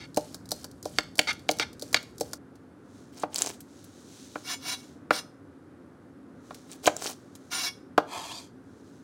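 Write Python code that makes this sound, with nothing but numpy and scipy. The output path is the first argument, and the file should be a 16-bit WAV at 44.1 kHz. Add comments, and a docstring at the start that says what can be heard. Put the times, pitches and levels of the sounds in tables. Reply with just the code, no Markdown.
"""In a small kitchen, asparagus is peeled and cut on a wooden board, close to the microphone.
A swivel peeler ticks, slides, clacks and chatters: random contacts excite its frame and the board's damped modes.
A steel knife crunches through the stalks as crackling ruptures, knocks on the wood and scrapes with a ringing
blade as slips excite its modes; sliding under the pieces it squeaks. An appliance hums as filtered noise."""
import sys
import numpy as np
from scipy import signal
from scipy.fft import rfft, irfft
from scipy.io import wavfile

SR = 44100
rng = np.random.default_rng(int(sys.argv[2]) if len(sys.argv) > 2 else 0)


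def transcribe(u):
    """Save the signal u as a 16-bit wav file named by the first command-line argument.

    u: samples, shape (n,) or (channels, n), limited to [-1, 1]; the rate is SR.
    q: integer samples, one column per channel.
    """
    v = np.clip(np.atleast_2d(u).T, -1, 1)
    q = np.round(v * 32767).astype(np.int16)
    wavfile.write(sys.argv[1], SR, q)


N = 398223
T = np.arange(N) / SR

# Levels in tables and settings are relative: the sources and the room scale them further.

# appliance hum, air hiss and rustle of sleeves and stalks, as spectra: (frequency [Hz], level [dB])
HUM = [(18, -78.5), (30, -47.5), (87, -7.5), (223, -7.5), (260, -1), (303, -5), (595, -15.5), (642, -24.5),
       (680, -18), (874, -23), (1470, -22), (3000, -44.5), (3900, -81.5), (6600, -120)]
AIR = [(2000, -5.5), (3500, -2.5), (7000, -8.5), (10000, -8), (16000, -23.5)]
CLOTH = [(1000, -15.5), (2800, -8.5), (3900, -2), (4800, -5.5), (6200, -1), (8500, -8), (10000, -10),
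         (12000, -18.5), (16000, -21)]
# appliance tones: (frequency [Hz], width [Hz], level [dB])
DRONE = [(100.2, 8, -71), (271.9, 38, -58)]
# a hand moves, sleeves brush and stalks are pushed about: (middle [s], half width at 1/e [s], level [dB])
HAND_MOVES = [(3.0, 0.131, -66), (3.777, 0.15, -64.5), (4.252, 0.29, -55.5), (4.78, 0.15, -58),
              (6.553, .13, -64), (6.947, 0.36, -65.5), (7.46, 0.12, -67.5), (8.88, 0.22, -68.5)]
# fingers nudge the stalks and they tick together: (time [s], peak level [dB], colour [Hz])
NUDGES = [(2.555, -49.5, 5500), (3.605, -35.5, 8000), (3.842, -41, 9000), (6.545, -35.5, 4870),
          (7.353, -33.5, 6500)]
# bounces off board, counter, apron and wall: (delay [s], level [dB])
BOUNCES = [(.0013, -17.5), (.0029, -19.5), (.0071, -20), (0.0219, -23)]

# the flat of the blade slides under the pieces: (start [s], full [s], release [s], end [s])
SCOOP = (8.04, 8.15, 8.39, 8.53)
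# wet stalk squeaks on steel: (time [s], pitch [Hz], level [dB])
SQUEAK = [(8.2, 3925, -48), (8.28, 3240, -51), (8.31, 3280, -43), (8.34, 4480, -48), (8.385, 4630, -42),
          (8.42, 4330, -75)]
# several stalks squeak at once: (pitch relative to the loudest [ratio], level [dB])
SQUEAKERS = [(1, 0.5), (.78, -3.5), (1.23, -7), (1.62, -11)]
# the edge scrapes across the board: (start [s], full [s], release [s], end [s], level [dB])
SCRAPES = [(4.415, 4.535, 4.5, 4.56, -32), (4.584, 4.688, 4.737, 4.76, -31), (4.73, 4.775, 4.81, 4.94, -55),
           (5.097, 5.135, 5.19, 5.21, -34.5), (7.496, 7.524, 7.68, 7.705, -31)]
# knife blade modes: (frequency [Hz], level [dB])
BLADE = [(2223, -46.5), (2740, -57), (3365, -54), (3930, -52), (5130, -51.5), (5529, -53), (5771, -61),
         (6078, -54.5), (7058, -54.5), (8118, -56.5), (9238, -57), (10406, -61), (11079, -65.5),
         (11660, -72), (12721, -66), (13157, -68)]
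# blade modes damped against the board: (frequency [Hz], width [Hz], level [dB])
FLAT_BLADE = [(900, 56, 9), (1430, 400, -6), (2420, 250, -7), (3280, 120, 4.5), (4500, 90, 2),
              (5600, 80, -14)]
# edge on the grain and flat blade on the wood, as spectra: (frequency [Hz], level [dB])
GRIT = [(150, -8.5), (300, 8), (850, -4.5), (1500, -5), (2900, -7), (5500, -1.5), (8500, -16),
        (11000, -19.5), (16000, -23)]
SLIDE = [(200, -8.5), (400, -1.5), (950, 0.5), (2000, -11), (4500, -4.5), (7500, -8), (11000, -20),
         (16000, -37)]

# peeler strokes: (bite [s], end [s], slide level [dB], bite tick level [dB], stalk thud level [dB],
# thud brightness [Hz], end tick level [dB])
PEELS = [(0.172, 0.3446, -51, -12, -10, 905, -21.5), (0.5172, 0.6434, -51.5, -9.5, -22.5, 940, -20.5),
         (0.8547, 0.9854, -48, -22.5, -19.5, 900, -22), (1.182, 1.33, -53.5, -19.5, -27.5, 710, -28),
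         (1.5125, 1.5868, -48.5, -11, -22.5, 700, -21.5), (1.8226, 1.9295, -50, -18, -25, 690, -16),
         (2.2088, 2.3331, -51, -16, -15, 700, -15.5)]
# the peeler's frame hits the board: (time [s], peak level [dB], colour [Hz], wood knock level [dB],
# knock brightness [Hz])
CLACKS = [(0.9854, -4.5, 1740, -13, 2630), (1.1917, -4.5, 4500, -14.5, 900), (1.49, -7.5, 1947, -9, 900),
          (1.5975, -11, 2170, -17, 2180), (1.9441, -0.5, 2240, -15, 2320)]
# the peeler chatters across the wood: (start [s], end [s], level [dB])
CHATTERS = [(-0.01, 0.061, -48), (1.271, 1.32, -28), (1.594, 1.638, -28.5), (1.957, 1.978, -28)]
# peeler frame resonances: (frequency [Hz], width [Hz], level [dB])
PEELER = [(1250, 44, -8.5), (1411, 19, -7.5), (1740, 34, -7), (2203, 110, 3.5), (2755, 43, -2.5),
          (2980, 17, -25.5), (3400, 300, -12.5), (3683, 19, -10.5), (4433, 190, -16), (4330, 130, -6.5),
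          (5080, 32, -17.5), (5454, 50, -20)]
# frame impact, blade tick and blade on skin, as spectra: (frequency [Hz], level [dB])
FRAME = [(300, -20.5), (900, -18.5), (1600, -7.5), (2300, -4), (4600, -2.5), (6200, -11), (7500, -9),
         (10000, -21.5), (16000, -20.5)]
TICK = [(400, -6), (1500, -12.5), (2800, -18), (4300, 3), (7000, -0.5), (11000, -5.5), (16000, -12.5)]
SKIN = [(500, -9), (2500, -7), (4400, 0), (7000, -1), (11000, -6), (16000, -17.5)]

# the knife works through the stalks: (start [s], full [s], release [s], end [s], level [dB])
CUTS = [(3.088, 3.203, 3.23, 3.24, -46.5), (3.277, 3.374, 3.486, 3.595, -40),
        (6.647, 6.732, 6.73, 6.78, -46), (6.817, 6.875, 6.875, 6.89, -27), (6.927, 7.042, 7.1, 7.15, -34)]
# the toughest fibres snap under the knife: (time [s], peak level [dB], colour [Hz])
SNAPS = [(3.345, -17.5, 7100), (3.3595, -12, 4500), (3.384, -14, 7100), (3.3895, -14, 6160),
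         (3.4204, -6, 6550), (3.462, -17, 6380), (3.472, -20.5, 6000), (6.716, -27, 7000),
         (6.8584, -14.5, 2990), (6.868, -7.5, 7100), (6.9662, -19.5, 6300), (7.0637, -17.5, 4500)]
# bursting stalk, as a spectrum: (frequency [Hz], level [dB])
CRUNCH = [(200, -8), (400, 3.5), (900, -1.5), (2000, -7.5), (3500, -3.5), (6000, -2), (9000, -6),
          (12000, -14), (16000, -14)]

# the knife lands on the board: (time [s], peak level [dB], brightness [Hz], higher for a harder contact,
# boom [dB], ring of the struck spot [Hz])
KNOCKS = [(3.2338, -13, 2200, 10.5, 770), (4.356, -17.5, 1900, 8.5, 1400), (5.1067, -3.5, 2205, 3.5, 1460),
          (6.507, -26, 1602, 5, 1200), (6.857, -23, 686, 14, 490), (6.8738, -2.5, 3260, 2.5, 790),
          (7.9783, -2.5, 1520, -1, 1100)]
# board modes: (frequency [Hz], T60 [s], level [dB])
BOARD = [(159.5, 0.094, -22.5), (305, 0.069, -8), (473, 0.074, -4.5), (604.4, 0.057, -3), (726, .025, -1.5),
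         (843, 0.023, 0.5), (1100, .015, -4), (1380, 0.021, -2.5), (1579, 0.004, -5), (2360, 0.026, -8.5),
         (2840, 0.013, -4.5), (4570, .02, -22)]
# diffuse shudder of board and counter, as a spectrum: (frequency [Hz], level [dB])
WOOD = [(80, -21), (160, -10), (300, -6), (700, -2), (1300, 2.5), (2000, -3.5), (4500, -7.5), (8000, -21.5),
        (16000, -28.5)]

HUM_DB = -51  # middle of its slow wandering
NUDGE_T60_S = 0.046
SCOOP_WOOD_DB, WOOD_SAG_DB_PER_S = -33.5, 53  # the board's rasp fades as the pieces ride up on the steel
SCOOP_STEEL_DB, STEEL_SAG_DB_PER_S = -37.5, 23.5
CATCH_PER_S, CATCH_SPREAD_DB, CATCH_DB = 16, 8, -6  # the edge catches and single blade modes sing out
CATCH_LOWEST_HZ = 2100  # the lower modes sing less readily
FLIP_LEAD_S, FLIP_DB = .027, -29  # the swivel blade flips over just before it bites
TOUCH_LEAD_S, TOUCH_DB = .009, -13  # it touches the skin lightly, then digs in; level relative to the bite
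RATTLE_PER_S, RATTLE_DB, RATTLE_SPREAD_DB = 6, -35.5, 1.5  # and rattles loosely in its frame
TICK_T60_S, THUD_BOOM_DB, CLACK_BOOM_DB = .04, 7, 7
EXIT_KNOCK_DB, EXIT_KNOCK_HZ = -14.5, 1900  # leaving the stalk it taps the board; relative to its tick
FIBRES_PER_S, FIBRE_DB, FIBRE_SPREAD_DB, FIBRE_HZ = 25, 9, 5, 6000  # lesser fibres; relative to the cut
WORK_DROPS_OUT_S = 2.378  # the peeling sound and its echo drop out at once, leaving only the background
TOP_HZ = 16000


def undb(db):
    """Decibels are a logarithm of amplitude; return the gain."""
    return np.exp(np.asarray(db) * (np.log(10) / 20))


def unit(x):
    """Dividing by the rms value normalizes the signal to rms 1."""
    return x / np.sqrt(np.mean(x ** 2))


def curve(rows, column=1):
    """Envelope: gain interpolated linearly in decibels, silent outside the rows."""
    rows = np.array(rows)
    return undb(np.interp(T, rows[:, 0], rows[:, column], left=-150, right=-150))


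def band(x, hz, kind, order=2):
    """Butterworth filtering: a maximally flat passband."""
    return signal.sosfilt(signal.butter(order, np.minimum(hz, SR / 2 - 1), kind, fs=SR, output="sos"), x)


def ring(x, hz, width_hz):
    """Simple resonance: one damped mode with gain 1 at its centre."""
    return signal.lfilter(*signal.iirpeak(min(hz, SR / 2 - 1), hz / width_hz, fs=SR), x)


def colour(x, points, size=4096):
    """Minimum-phase filtering: the folded cepstrum gives a causal filter through (Hz, dB) points."""
    hz, db = np.transpose(points)
    gain = undb(np.interp(np.log(np.fft.rfftfreq(size, 1 / SR) + 1), np.log(hz), db))
    cepstrum = irfft(np.log(gain))[:size // 2]
    cepstrum[1:] *= 2
    response = irfft(np.exp(rfft(cepstrum, size)))
    return signal.oaconvolve(x, response)[:len(x)]


def fade(t, t60):
    """Exponential decay: the level falls 60 dB in t60 seconds."""
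    return np.exp(-np.log(1000) * t / t60)


def walk(rate):
    """Random modulation: normal draws, rate per second, joined by straight lines."""
    count = int(10 * rate) + 2
    return np.interp(T * rate, np.arange(count), rng.standard_normal(count))


def grains(rate, spread_db):
    """Stick-slip friction: random micro-slips of uneven size."""
    chance = rng.random(N, dtype=np.float32) * SR / rate
    slip = np.flatnonzero(chance < 1)
    # big slips are exponentially rarer than small ones
    rarity = np.minimum(-np.log(chance[slip] + 1e-9), 4)
    out = np.zeros(N)
    out[slip] = undb(spread_db * rarity) * rng.standard_normal(N, dtype=np.float32)[slip]
    return unit(out)


def crackle(rate, spread_db, cluster_db):
    """Fracture noise: tiny ruptures in pitch ranges whose levels vary independently."""
    edges_hz = [150, 1800, 4200, 7000, 10500, 17000]
    out = 0
    for low, high in zip(edges_hz, edges_hz[1:]):
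        ruptures = grains(rate, spread_db) * undb(cluster_db * walk(130))
        out = out + band(ruptures, [low, high], "band")
    return out


def burst(t, t60):
    """Repeated impact: a train of contacts of random sign that dies away."""
    return rng.choice([-1, 1], len(t)) * fade(t, t60)


def scatter(start, end, rate, db, spread_db):
    """Jittered point process: small events at loosely even times, as rows (time [s], level [dB])."""
    chance = rng.random((max(round((end - start) * rate), 1), 2))
    return [(start + (end - start) * (k + when) / len(chance), db + spread_db * (2 * size - 1))
            for k, (when, size) in enumerate(chance)]


def add(out, s, x, gain):
    """Superposition: mix a sound in at a time."""
    i = max(int(s * SR), 0)
    out[i:i + len(x)] += gain * x[:N - i]


def add_peak(out, s, x, db):
    """Superposition of a sound scaled to a peak level."""
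    add(out, s, x / np.abs(x).max(), undb(db))


def stroke(start, full, release, end, db):
    """Force envelope of a hand stroke: it builds, holds and lets go; the four times are sorted."""
    return undb(db) * np.interp(T, np.sort([start, full, release, end]), [0, 1, 1, 0]) ** 1.96


def skid(start, end, db):
    """Contact envelope: it comes and goes quickly."""
    return undb(db) * np.interp(T, [start, start + 0.0029, end - .008, end], [0, 1, 1, 0])


def shimmer(x, t60):
    """Modal density: a crowd of weak, damped modes of a thin steel plate."""
    t = T[:SR // 10]
    chance = rng.random((90, 3))
    place = (np.arange(len(chance)) + chance[:, 0]) / len(chance)
    hz = 700 + 15000 * place ** 1.4
    # each angle is in radians; with the factor 2 pi the modes sound at hz
    waves = np.sin(2 * np.pi * (hz[:, None] * t + chance[:, 2:]))
    modes = (chance[:, 1] + .5) @ waves * fade(t, t60)
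    return signal.oaconvolve(x, modes / np.linalg.norm(modes))[:N]


def background():
    """Filtered noise: appliance hum and tones, thin air hiss, rustle of sleeves and stalks."""
    hum = undb(HUM_DB + 0.75 * walk(4.2)) * unit(colour(rng.standard_normal(N), HUM))
    drone = 0
    for hz, width, db in DRONE:
        tone = ring(ring(rng.standard_normal(N), hz, width), hz, width)
        drone = drone + undb(db) * unit(tone)
    air = undb(-74.5) * unit(colour(rng.standard_normal(N), AIR))
    speed = sum(undb(db) * np.exp(-((T - s) / half) ** 2) for s, half, db in HAND_MOVES)
    rustle = speed * undb(0.5 + 1.3 * walk(24)) * unit(colour(grains(13000, 1.6), CLOTH))
    # the peeling hand jostles the board
    rumble = unit(band(rng.standard_normal(N), [70, 220], "band"))
    jostle = undb(-53 + 2 * walk(9)) * (T < PEELS[-1][1]) * rumble
    return hum + drone + air + rustle + jostle


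def kitchen(x, t):
    """Room response: near surfaces reflect discretely, then the walls return a short diffuse tail."""
    tail = rng.standard_normal(len(t)) * fade(t, 0.35) * (1 - fade(t, 0.011))
    wall_spectrum = [(100, -9), (500, -14), (2000, -18), (6000, -15.5), (16000, -20)]
    room = colour(tail / np.linalg.norm(tail), wall_spectrum)
    for s, db in BOUNCES:
        room[int(s * SR)] += undb(db)
    return undb(-0.6) * (x + signal.oaconvolve(x, room)[:N])


def nudging(t):
    """Multiple impact: loose stalks knock and rub together in a short, soft rattle."""
    out = np.zeros(N)
    for s, db, hz in NUDGES:
        contacts = burst(t, NUDGE_T60_S) * rng.random(len(t)) ** 3
        add_peak(out, s, ring(contacts, hz, hz), db)
    return out


def squeak():
    """Stick-slip oscillation: uneven tones share one gliding pitch as several stalks squeak at once."""
    s, hz, _ = np.transpose(SQUEAK)
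    out = 0
    for ratio, db in SQUEAKERS:
        jitter = 1 + .025 * walk(900) + .02 * walk(30)
        phase = 2 * np.pi * np.cumsum(ratio * np.interp(T, s, hz) * jitter) / SR
        out = out + undb(db + 3 * walk(80)) * np.sin(phase)
    return curve(SQUEAK, column=2) * out


def scooping():
    """Contact damping: lying flat, the blade rubs with a duller, damped ring."""
    slips = grains(5000, 2.5) * undb(0.45 * walk(70))
    modes = sum(undb(db) * ring(slips, hz, width) for hz, width, db in FLAT_BLADE)
    rub = unit(colour(slips + shimmer(slips, 0.031), SLIDE)) + undb(-4.0) * unit(modes)
    wood = unit(band(rub, 3600, "low"))
    steel = unit(band(rub, 2000, "high"))
    sliding_s = np.maximum(T - SCOOP[1], 0)
    wood_force = stroke(*SCOOP, SCOOP_WOOD_DB - WOOD_SAG_DB_PER_S * sliding_s)
    steel_force = stroke(*SCOOP, SCOOP_STEEL_DB - STEEL_SAG_DB_PER_S * sliding_s)
    return wood * wood_force + steel * steel_force + squeak()


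def scraping():
    """Friction-driven modes: the edge catches on the grain and the blade's modes swell and fade."""
    force = sum(stroke(*scrape) for scrape in SCRAPES)
    slips = force * grains(9000, 1.8)
    grit = colour(undb(-7) * slips + shimmer(slips, 0.05), GRIT)
    # steel and song: every mode gets its own wandering drive; the narrow modes of the song ring longer
    steel = sum(undb(db) * ring(slips * undb(2 * walk(30)), hz, 49) for hz, db in BLADE)
    song = 0
    for hz, db in BLADE:
        catch = undb(CATCH_SPREAD_DB * np.tanh(walk(CATCH_PER_S)))
        song = song + undb(db) * ring(slips * catch, hz, 19.5)
    song = unit(band(song, CATCH_LOWEST_HZ, "high"))
    return np.std(slips) * (undb(-2) * unit(grit) + undb(-10) * unit(steel) + undb(CATCH_DB) * song)


def swivel(t):
    """Impact of a loose joint: the blade ticks as it flips, bites and leaves, and rattles throughout."""
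    out, ticks = np.zeros(N), []
    for bite, end, _, bite_db, _, _, end_db in PEELS:
        ticks += [(bite - FLIP_LEAD_S, FLIP_DB), (bite - TOUCH_LEAD_S, bite_db + TOUCH_DB)]
        ticks += [(bite, bite_db), (end, end_db)]
    rattles = scatter(PEELS[0][0], PEELS[-1][1], RATTLE_PER_S, RATTLE_DB, RATTLE_SPREAD_DB)
    for s, db in ticks + rattles:
        contact = burst(t, TICK_T60_S) * (1 + 1.2 * fade(t, .008))
        add_peak(out, s, colour(contact, TICK), db - 3.5)
    return out


def peeler_body(x):
    """Modal superposition: the resonances of the peeler's frame."""
    return unit(sum(undb(db) * ring(x, hz, width) for hz, width, db in PEELER))


def peeler(t):
    """Friction and impact: the blade hisses along the skin, and the frame clacks down and skids."""
    slide = sum(skid(bite, end + 0.018, db) for bite, end, db, *_ in PEELS)
    slide = slide + skid(0, PEELS[-1][1] + 0.043, -64)  # faint contact through all the strokes
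    out = slide * undb(-7.0 + 2 * walk(23)) * unit(colour(crackle(3000, 3.1, 1.5), SKIN))
    for s, db, hz, *_ in CLACKS:
        contact = burst(t, .015)
        clack = unit(colour(contact, FRAME)) + undb(-5.5) * peeler_body(contact)
        add_peak(out, s, band(clack, 2.2 * hz, "low", order=1), db + 0.4)
    # the skidding frame hops in many tiny, soft bounces
    hops = sum(skid(*row) for row in CHATTERS) * grains(9000, 1.2)
    steel = unit(ring(shimmer(hops, 0.036), 2200, 1900))
    rasp = peeler_body(hops) + undb(-2.0) * steel + undb(-8.0) * unit(colour(hops, WOOD))
    return out + undb(-1.5) * np.std(hops) * band(rasp, 6800, "low")


def cutting(t):
    """Fracture: cells burst in a dense, clustered crackle; single tough fibres snap."""
    force = sum(stroke(*cut) for cut in CUTS)
    out = force * undb(-0.5 + 2.5 * walk(90)) * unit(colour(crackle(2200, 3.9, 2.3), CRUNCH))
    fibres = []
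    for _, full, release, _, cut_db in CUTS:
        lesser = scatter(full, release, FIBRES_PER_S, cut_db + FIBRE_DB, FIBRE_SPREAD_DB)
        fibres += [(s, db, FIBRE_HZ) for s, db in lesser]
    for s, db, hz in list(SNAPS) + fibres:
        # one sharp break, then a few smaller tears
        crack = (t == 0) + undb(-6.0) * burst(t, 0.0031) + undb(-25.5) * burst(t, 0.03)
        snap = unit(ring(ring(crack, hz, 2890), hz, 2880)) + undb(-2) * unit(colour(crack, CRUNCH))
        add_peak(out, s, snap, db + 1.7)
    return out


def board_modes(t):
    """Modal superposition: damped sines of alternating sign make up the board's ring."""
    out = 0
    for k, (hz, t60, db) in enumerate(BOARD):
        out = out + (-1) ** k * undb(db) * np.sin(2 * np.pi * hz * t) * fade(t, t60)
    return unit(out)


def knocks(t):
    """Impact excitation: blows ring the board's modes and a diffuse shudder; soft ones lose the treble."""
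    out = np.zeros(N)
    modes = board_modes(t)
    thuds = [(bite, db, hz, THUD_BOOM_DB) for bite, _, _, _, db, hz, _ in PEELS]
    exits = [(end, db + EXIT_KNOCK_DB, EXIT_KNOCK_HZ, THUD_BOOM_DB) for _, end, *_, db in PEELS]
    clacks = [(s, db, hz, CLACK_BOOM_DB) for s, _, _, db, hz in CLACKS]
    taps = [(s, db, hz, boom_db, .72 * hz) for s, db, hz, boom_db in thuds + exits + clacks]
    for s, db, hz, boom_db, spot_hz in taps + list(KNOCKS):
        blow = modes + undb(0.5) * unit(colour(burst(t, 0.037), WOOD))
        # the push favours modes that match its length; a hard edge adds a sharp click
        push = band(blow, hz, "low", order=4)
        spot = ring(push, spot_hz, 0.37 * spot_hz)
        click = band(blow, 2200, "high") * min(hz / 2000, 1)
        blow = push + undb(0.5) * spot + undb(-8.0) * click
        blow = blow + (undb(boom_db) - 1) * band(blow, 450, "low", order=1)
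        add_peak(out, s, blow, db - 1.0)
    return out


def scene():
    """Superposition of peeler, knife and board in the room, over the background."""
    t = T[:SR // 8]
    work = nudging(t) + scooping() + scraping() + swivel(t) + peeler(t) + cutting(t) + knocks(t)
    # only the background sounds between this sudden drop-out and the first nudge
    busy = (T < WORK_DROPS_OUT_S) | (T > NUDGES[0][0] - .01)
    return (background() + kitchen(work, T[:SR // 2]) * busy)[None]


def record(dry):
    """Band limitation: the microphone loses the deep bass and the very top."""
    without_bass = band(dry, 44, "high", order=5)
    return signal.sosfilt(signal.ellip(8, .2, 70, TOP_HZ, fs=SR, output="sos"), without_bass)


dry = scene()
out = record(dry)
transcribe(out)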